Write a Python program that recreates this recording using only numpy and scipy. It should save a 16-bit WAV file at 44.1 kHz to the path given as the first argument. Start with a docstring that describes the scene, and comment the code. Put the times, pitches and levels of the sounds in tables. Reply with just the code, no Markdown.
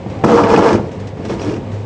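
"""Inside a vending machine with a glass door, the delivery arm makes a loud stroke and then a softer one.
Random contacts of gears and rollers excite resonant cabinet panels and small parts; guides hiss and squeak.
A whine rises into the first stroke, a motor whirrs and a growl wanders: tones with slight random modulation.
Teeth ping as decaying sines, loose parts tick as noise bursts, the carriage's knocks ring damped modes.
The cooling unit adds filtered noise and a wavering sine hum; the loudest peaks overload."""
import sys
import numpy as np
from scipy import signal
from scipy.fft import rfft, irfft, next_fast_len
from scipy.io import wavfile

SR = 44100
rng = np.random.default_rng(int(sys.argv[2]) if len(sys.argv) > 2 else 0)


def volts_from_db(level):
    """Convert decibel levels to linear amplitude ratios."""
    exponent = np.asarray(level, float) / 20
    return 10 ** exponent


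def master_out(mix):
    """Clip the mix to full scale and print it as 16-bit PCM to the path in sys.argv[1]."""
    frames = np.transpose(np.atleast_2d(mix))
    ceiling = np.clip(frames, -1, 1)
    pcm = np.round(ceiling * 32767).astype(np.int16)
    wavfile.write(sys.argv[1], SR, pcm)


N = 81585
FADE_S = 0.003  # linear fade at both ends of a movement

# relative spectrum of ticking and clattering parts: (frequency [Hz], level [dB per Hz])
TICK_SPECTRUM = [(710, -18.5), (1200, -15.5), (1790, -1), (2120, -6.5), (4940, -12.5), (5990, -12),
                 (8420, -22.5), (9680, -34.5), (12600, -60), (21300, -120)]


def rms_one(x):
    """Normalisation: divide by the root of the mean square."""
    return x / np.sqrt(np.mean(x ** 2) + 1e-20)


def in_time(rows):
    """Linear interpolation: the columns of a curve table, sample by sample."""
    s, *columns = np.transpose(rows)
    return [np.interp(np.arange(N) / SR, s, c) for c in columns]


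def fade(rows):
    """Gating: one between the first and last row of a table, with short ramps inside both ends."""
    t = np.arange(N) / SR
    nearest_end_s = np.minimum(t - rows[0][0], rows[-1][0] - t)
    return np.clip(nearest_end_s / FADE_S, 0, 1)


def drift(corner_hz):
    """Low-pass noise: two equal poles leave slow random motion, rms about 1."""
    hold = 40  # samples between computed points
    r = np.exp(-2 * np.pi * corner_hz * hold / SR)
    chance = rng.standard_normal(N // hold + 2002)
    slow = signal.lfilter([1], [1, -2 * r, r * r], chance)[2000:]  # the filter has settled
    return np.interp(np.arange(N) / hold, np.arange(len(slow)), rms_one(slow - slow.mean()))


def ring(x, hz, t60):
    """Damped resonance: a unit click sets a decaying sine of initial height 1 ringing."""
    r, w = volts_from_db(-60 / (t60 * SR)), 2 * np.pi * hz / SR
    return signal.lfilter([0, np.sin(w)], [1, -2 * r * np.cos(w), r * r], x + 1e-18)


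def coloured(x, spectrum):
    """Spectral filtering: weight x by a table, -120 dB outside it; rms 1."""
    size = next_fast_len(N)
    hz = np.arange(size // 2 + 1) * SR / size
    at, db = np.transpose(spectrum)
    gain = volts_from_db(np.interp(np.log(hz + 1), np.log(at), db, -120, -120))
    return rms_one(irfft(rfft(x, size) * gain, size)[:N])


def narrow(rows, width_hz):
    """Narrow-band modulation: random sidebands roughen a tone that follows a level and a pitch."""
    level_db, hz = in_time(rows)
    phase = 2 * np.pi * np.cumsum(hz) / SR
    tone = (8.4 + drift(width_hz)) * np.sin(phase) + drift(width_hz) * np.cos(phase)
    return volts_from_db(level_db) * rms_one(tone) * fade(rows)


def contacts():
    """Impact excitation: sparse uneven blows of teeth and rollers over a noise bed of friction."""
    per_s, spread_db, share = 700, 4, 0.58  # share: rms of the blows relative to friction
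    sizes = volts_from_db(spread_db * np.minimum(rng.exponential(1, N), 4)) * rng.choice([-1, 1], N)
    struck = rng.random(N) < per_s / SR
    return share * rms_one(sizes * struck) + rng.standard_normal(N)


def shaken(push, modes, spectrum, share_db):
    """Modal superposition: resonances swaying in strength over a broad cabinet response; rms 1."""
    sway_db = 3.5
    rings = sum(volts_from_db(db + sway_db * drift(4.6)) * rms_one(ring(push, hz, t60)) for hz, db, t60 in modes)
    return rms_one(volts_from_db(share_db) * rms_one(rings) + coloured(push, spectrum))


def cooling():
    """Broadband and tonal radiation: fan and compressor noise, faint resonances and a wavering mains hum."""
    # course of the drone: (time [s], level [dB])
    drone_level = [(0, -26.5), (.065, -26), (.12, -23.5), (.2, -24.5), (.5, -22), (.9, -27), (.95, -25.5),
                   (1.03, -25), (1.13, -27.5), (1.3, -26), (1.62, -26.5), (1.72, -26), (1.85, -27)]
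    # relative spectrum of the drone: (frequency [Hz], level [dB per Hz])
    drone_spectrum = [(20, -34.5), (38, -5.5), (69, -6), (81, -7.5), (102, 0.5), (125, -6), (273, -9),
                      (340, -16.5), (520, -12), (1130, -25), (1390, -31), (2220, -32.5), (7470, -50.5),
                      (9680, -63), (12600, -106), (21300, -120)]
    # faint tones in the drone: (frequency [Hz], level [dB], decay by 60 dB [s])
    fan_tones = [(455, -19, .1), (545, -15, .1), (970, -25, .4)]
    # wavering hum: (time [s], rms level [dB], frequency [Hz])
    hum_course = [(0.0, -45, 100.5), (0.036, -54, 98.73), (0.206, -49, 102.8), (0.242, -40, 100.9),
                  (0.354, -23.5, 94.5), (0.4, -40.5, 92.9), (0.52, -40.5, 98.43), (0.9, -40, 98.37),
                  (0.932, -67, 100.9), (0.978, -25.5, 100.8), (1.066, -23, 101.1), (1.204, -44, 98.46),
                  (1.246, -29.5, 100.8), (1.57, -31, 101.7), (1.606, -54, 103.6), (1.648, -24.5, 101),
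                  (1.74, -23.5, 102), (1.85, -27.5, 103)]
    level_db, = in_time(drone_level)
    hum_db, hum_hz = in_time(hum_course)
    air = rng.standard_normal(N)
    tones = sum(volts_from_db(db) * rms_one(ring(air, hz, t60)) for hz, db, t60 in fan_tones)
    drone = volts_from_db(level_db + 1.0 * drift(2.1)) * (coloured(air, drone_spectrum) + tones)
    hum = np.sqrt(2) * volts_from_db(hum_db) * np.sin(2 * np.pi * np.cumsum(hum_hz) / SR)
    return drone + hum


def rising_whine():
    """Frequency glide: a faint narrow-band tone climbs into the first stroke."""
    # rising whine: (time [s], level [dB], frequency [Hz])
    whine = [(0, -60, 648), (.12, -52, 700), (.17, -37, 731), (.2, -36, 776), (.235, -35, 783),
             (.26, -85, 872)]
    return narrow(whine, 8.1)


def knocks():
    """Impulse response: the carriage hits its stops and rings frame modes of varying strength."""
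    # blows on the stops: (time [s], level ahead of the low-pass [dB])
    blows = [(.238, -12), (0.063, -20), (0.796, -18), (0.841, -25.5), (1.308, -23.5), (1.339, -19),
             (1.575, -27)]
    # modes of the frame: (frequency [Hz], level [dB], decay by 60 dB [s])
    frame_modes = [(139, -5.5, 0.13), (192.6, 2, 0.089), (325, 3, 0.055), (470, -8, 0.085),
                   (718, -1.5, 0.038), (980, -18.5, .03)]
    s, db = np.transpose(blows)
    out, chance = 0, rng.standard_normal((len(s), len(frame_modes)))
    for k, (hz, level_db, t60) in enumerate(frame_modes):
        clicks = np.zeros(N)
        clicks[(s * SR).astype(int)] = volts_from_db(db + level_db + 2 * chance[:, k])
        out = out + ring(clicks, hz, t60)
    return signal.lfilter([.2], [1, -.8], out)  # one-pole low-pass dulls the blows


def ticks():
    """Decaying noise: each loose part gives a bright rustle that dies away, a weaker, shorter crack at its start."""
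    # loose parts tick: (time [s], level [dB], decay of the rustle by 60 dB [s])
    events = [(0.099, -31.5, 0.07), (0.189, -35, 0.045), (0.2372, -22, 0.014), (0.2456, -13, 0.025),
              (0.7286, -15, 0.058), (0.9135, -33.5, 0.25), (0.9986, -31, 0.1), (1.071, -27.5, 0.092),
              (1.087, -40, 0.076), (1.2492, -23.5, 0.097), (1.717, -35.5, 0.63)]
    t, shape = np.arange(N) / SR, 0
    for s, db, t60 in events:
        age = np.maximum(t - s, 0)
        rustle = volts_from_db(db - 8.5 - 60 * age / t60)
        crack = volts_from_db(db - 19.5 - 60 * age / 0.007)
        shape = shape + (rustle + crack) * np.clip(age / 0.0014, 0, 1)
    return shape * coloured(rng.standard_normal(N), TICK_SPECTRUM)


def arm():
    """Forced vibration: one train of contacts drives panels, small parts and the hiss of the guides."""
    # the two strokes, one list each:
    # (time [s], deep rumble [dB], middle rumble [dB], grinding [dB], hiss [dB])
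    strokes = [
        [(0.236, -24.5, -14, -19, -43), (0.246, -8, -11.5, -27.5, -30), (0.26, -15.5, -21.5, -37, -38.5),
         (0.288, -15, -15, -26, -33.5), (0.368, -14.5, -15, -28, -33), (0.384, -19, -9, -23, -32.5),
         (0.43, -19, -21.5, -34, -37.5), (0.44, -13, -16.5, -24, -36), (0.474, -24.5, -17, -30, -40),
         (0.5, -10.5, -15.5, -27, -33), (0.546, -17, -10, -23, -30), (0.566, -12, -24.5, -27.5, -39),
         (0.578, -7.5, -9.5, -26.5, -30), (0.606, -12.5, -19, -28, -37), (0.66, -16, -13.5, -25, -31),
         (0.752, -11.5, -19, -30.5, -36.5), (0.77, -16, -32, -35.5, -43.5), (0.79, -21.5, -24, -39, -48),
         (0.825, -29, -45.5, -65, -57.5), (0.9, -35, -41, -59, -54.5)],
        [(1.17, -37, -48, -46, -59), (1.2, -26, -37.5, -52, -58), (1.235, -39, -53, -48, -57),
         (1.256, -24, -36.5, -50, -53), (1.282, -31, -55, -47, -49.5), (1.3, -21, -26, -33.5, -38.5),
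         (1.346, -27.5, -40, -41.5, -43.5), (1.372, -33, -35.5, -47, -50), (1.42, -23.5, -32, -39.5, -40),
         (1.52, -22.5, -36, -40, -44.5), (1.572, -27.5, -36.5, -44, -48), (1.592, -20.5, -50, -52, -60)],
    ]
    # cabinet panels and small parts: (frequency [Hz], level [dB], decay by 60 dB [s])
    deep_panels = [(146, -8.5, 0.073), (202, -2.5, 0.12), (223.8, 1, 0.08), (389, -11, 0.023)]
    middle_panels = [(620, -3.5, 0.1), (679.3, 1.5, 0.24), (865, -8, 0.41), (968, -2.5, 0.092),
                     (1078, -14, 0.018), (1228, -7.5, 0.19), (1356, -7, 0.035), (1425, -8.5, 0.051)]
    small_parts = [(1725, 6, 0.18), (2213, 4.5, 0.13), (2310, -14.5, 0.15), (2768, -4.5, 0.24),
                   (2990, 1.5, 0.44), (3460, 0.5, 0.087)]
    # relative spectra of the broad responses and the hiss: (frequency [Hz], level [dB per Hz])
    deep_spectrum = [(41, -46), (70, -40.5), (275, -4), (404, -3.5), (462, -6.5), (520, -13), (680, -21),
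                     (1140, -120)]
    middle_spectrum = [(290, -23.5), (510, 0.5), (593, -7.5), (679, 2), (969, 3.5), (1600, -12.5),
                       (2080, -23), (3520, -120)]
    grind_spectrum = [(820, -22), (1450, 0), (1990, -4.5), (2450, -4.5), (3710, -15), (4200, -56.5),
                      (9240, -120)]
    hiss_spectrum = [(2240, -20.5), (3800, -7), (3950, -2), (5580, -2.5), (7130, -9), (9270, -19),
                     (9680, -10.5), (12600, -58.5), (16000, -120)]
    panel_share_db, part_share_db = -5.5, -9  # resonances relative to the broad response
    gains = np.zeros((4, N))
    for rows in strokes:
        gains += fade(rows) * volts_from_db(np.array(in_time(rows)))
    push, chatter = contacts(), volts_from_db(0.28 * drift(40.0))
    deep = shaken(push, deep_panels, deep_spectrum, panel_share_db)
    middle = shaken(push, middle_panels, middle_spectrum, panel_share_db)
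    grind = shaken(push, small_parts, grind_spectrum, part_share_db)
    hiss = coloured(push, hiss_spectrum)
    upper = gains[1] * middle + gains[2] * grind + gains[3] * hiss
    return gains[0] * deep + chatter * upper


def whirr():
    """Narrow-band modulation: the motor's rough tone shifts in level and pitch."""
    # motor whirr: (time [s], level [dB], frequency [Hz])
    course = [(.236, -21, 470), (.29, -24, 470), (.325, -13, 490.5), (.345, -7.5, 458.7),
              (.375, -15.5, 478.7), (.41, -13, 470), (.44, -23, 470), (.48, -15.5, 448),
              (.51, -15.5, 444.5), (.54, -14, 467.8), (.59, -19.5, 454), (.625, -21.5, 467),
              (.66, -9, 472.5), (.695, -19, 430.6), (.75, -34.5, 450.7), (.8, -30, 463.6), (.86, -42, 461)]
    return narrow(course, 19)


def pings():
    """Modal decay: a passing tooth scrapes, clatters and rings one small part, each mode slightly detuned."""
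    # passing teeth: (time [s], level [dB], extra level of the upper modes [dB])
    teeth = [(0.266, -25.5, 1), (0.389, -33, 12), (0.436, -18.5, 5.5), (0.501, -16.5, 1), (0.561, -12.5, 5),
             (.635, -23.5, 6.5), (0.688, -19, 8), (.754, -24.5, 4), (1.295, -27, -3.5), (1.333, -36, 2),
             (1.395, -30.5, 9), (1.415, -28, -2), (1.431, -27.5, -6), (1.494, -26, 4.5), (1.54, -32, 6),
             (1.565, -32.5, -4)]
    # modes of the part: (frequency before detuning [Hz], level [dB], decay by 60 dB [s])
    part_modes = [(2476, 1, .022), (2850, -4, .016), (3300, -10, .012), (4600, -16, .012), (5066, -12, .02),
                  (5600, -15, .012)]
    scrape_s, upper_from_hz = .003, 2700  # scrape_s: time constant of the rise
    detune, clatter_db = .02, -10  # detune: rms fraction of the frequency
    t, shape, out = np.arange(int(.03 * SR)) / SR, np.zeros(N), np.zeros(N)
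    hz, level_db, t60 = np.transpose(part_modes)[:, :, None]
    chance = rng.standard_normal((len(teeth), len(part_modes), 1))
    rise = 1 - np.exp(-t / scrape_s)
    for (s, db, upper_db), off in zip(teeth, chance):
        span = slice(int(s * SR), int(s * SR) + len(t))
        gains = volts_from_db(db + level_db + upper_db * (hz > upper_from_hz) - 60 * t / t60)
        sines = np.sin(2 * np.pi * hz * (1 + detune * off) * t)
        out[span] += 2 * rise * np.sum(gains * sines, axis=0)
        # the clatter decays half as fast as the first mode
        shape[span] += rise * volts_from_db(db + clatter_db - 60 * t / t60[0] / 2)
    return out + shape * coloured(rng.standard_normal(N), TICK_SPECTRUM)


def growl():
    """Narrow-band modulation: a rough low tone wanders in pitch during each stroke."""
    # growl, one list for each stroke: (time [s], level [dB], frequency [Hz])
    courses = [
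        [(.27, -28, 262), (.31, -19.5, 290.4), (.366, -17.5, 314.5), (.42, -16.5, 283.2), (.52, -19, 271.8),
         (.574, -20, 282.1), (.626, -20, 320), (.68, -21.5, 278.8), (.74, -34.5, 312), (.81, -39, 306.5)],
        [(1.295, -46, 340), (1.32, -21, 320.8), (1.345, -28.5, 327), (1.37, -45, 321.1), (1.45, -33, 286.4),
         (1.48, -18, 294.5), (1.52, -32, 342.2), (1.575, -32, 318), (1.6, -39, 300)],
    ]
    return sum(narrow(rows, 19) for rows in courses)


def squeak():
    """Friction tone: a scraping plastic guide is heard as a high narrow band."""
    # guide squeak: (time [s], level [dB], frequency [Hz])
    course = [(1.411, -37, 5680), (1.44, -48, 5750)]
    return narrow(course, 150)


def room(x):
    """Reverberation: convolution with a dull, exponentially decaying noise tail."""
    t60_s, gap_s = 0.36, .008
    t = np.arange(int(.5 * SR)) / SR
    dull = signal.lfilter([.4], [1, -.6], rng.standard_normal(len(t)))
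    tail = dull * volts_from_db(-60 * t / t60_s) * (t > gap_s)
    return signal.fftconvolve(x, tail / np.sqrt(np.sum(tail ** 2)))[:N]


def scene():
    """Superposition: moving parts and their reverberation add to the cooling unit."""
    room_db = -18
    moving = rising_whine() + knocks() + ticks() + arm() + whirr() + pings() + growl() + squeak()
    return (moving + volts_from_db(room_db) * room(moving) + cooling())[None]


def top_cut(x):
    """Nothing passes above the cut-off."""
    return signal.sosfilt(signal.butter(12, 9830, fs=SR, output="sos"), x)


def record(dry):
    """Band limiting and saturation: top and bottom are cut, then peaks are rounded and clipped."""
    stop_hz, bass_cut_hz = 10130, 68  # 40 dB down from stop_hz upward
    soft_top, overload = 2.0, 1.0  # amplitudes: asymptote of the rounding, hard limit
    dull = signal.sosfilt(signal.cheby2(10, 40, stop_hz, fs=SR, output="sos"), dry)
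    thin = signal.sosfilt(signal.butter(2, bass_cut_hz, "high", fs=SR, output="sos"), dull)
    rounded = soft_top * np.tanh(thin / soft_top)
    mix = np.clip(rounded, -overload, overload)
    return top_cut(mix)


dry = scene()
out = record(dry)
master_out(out)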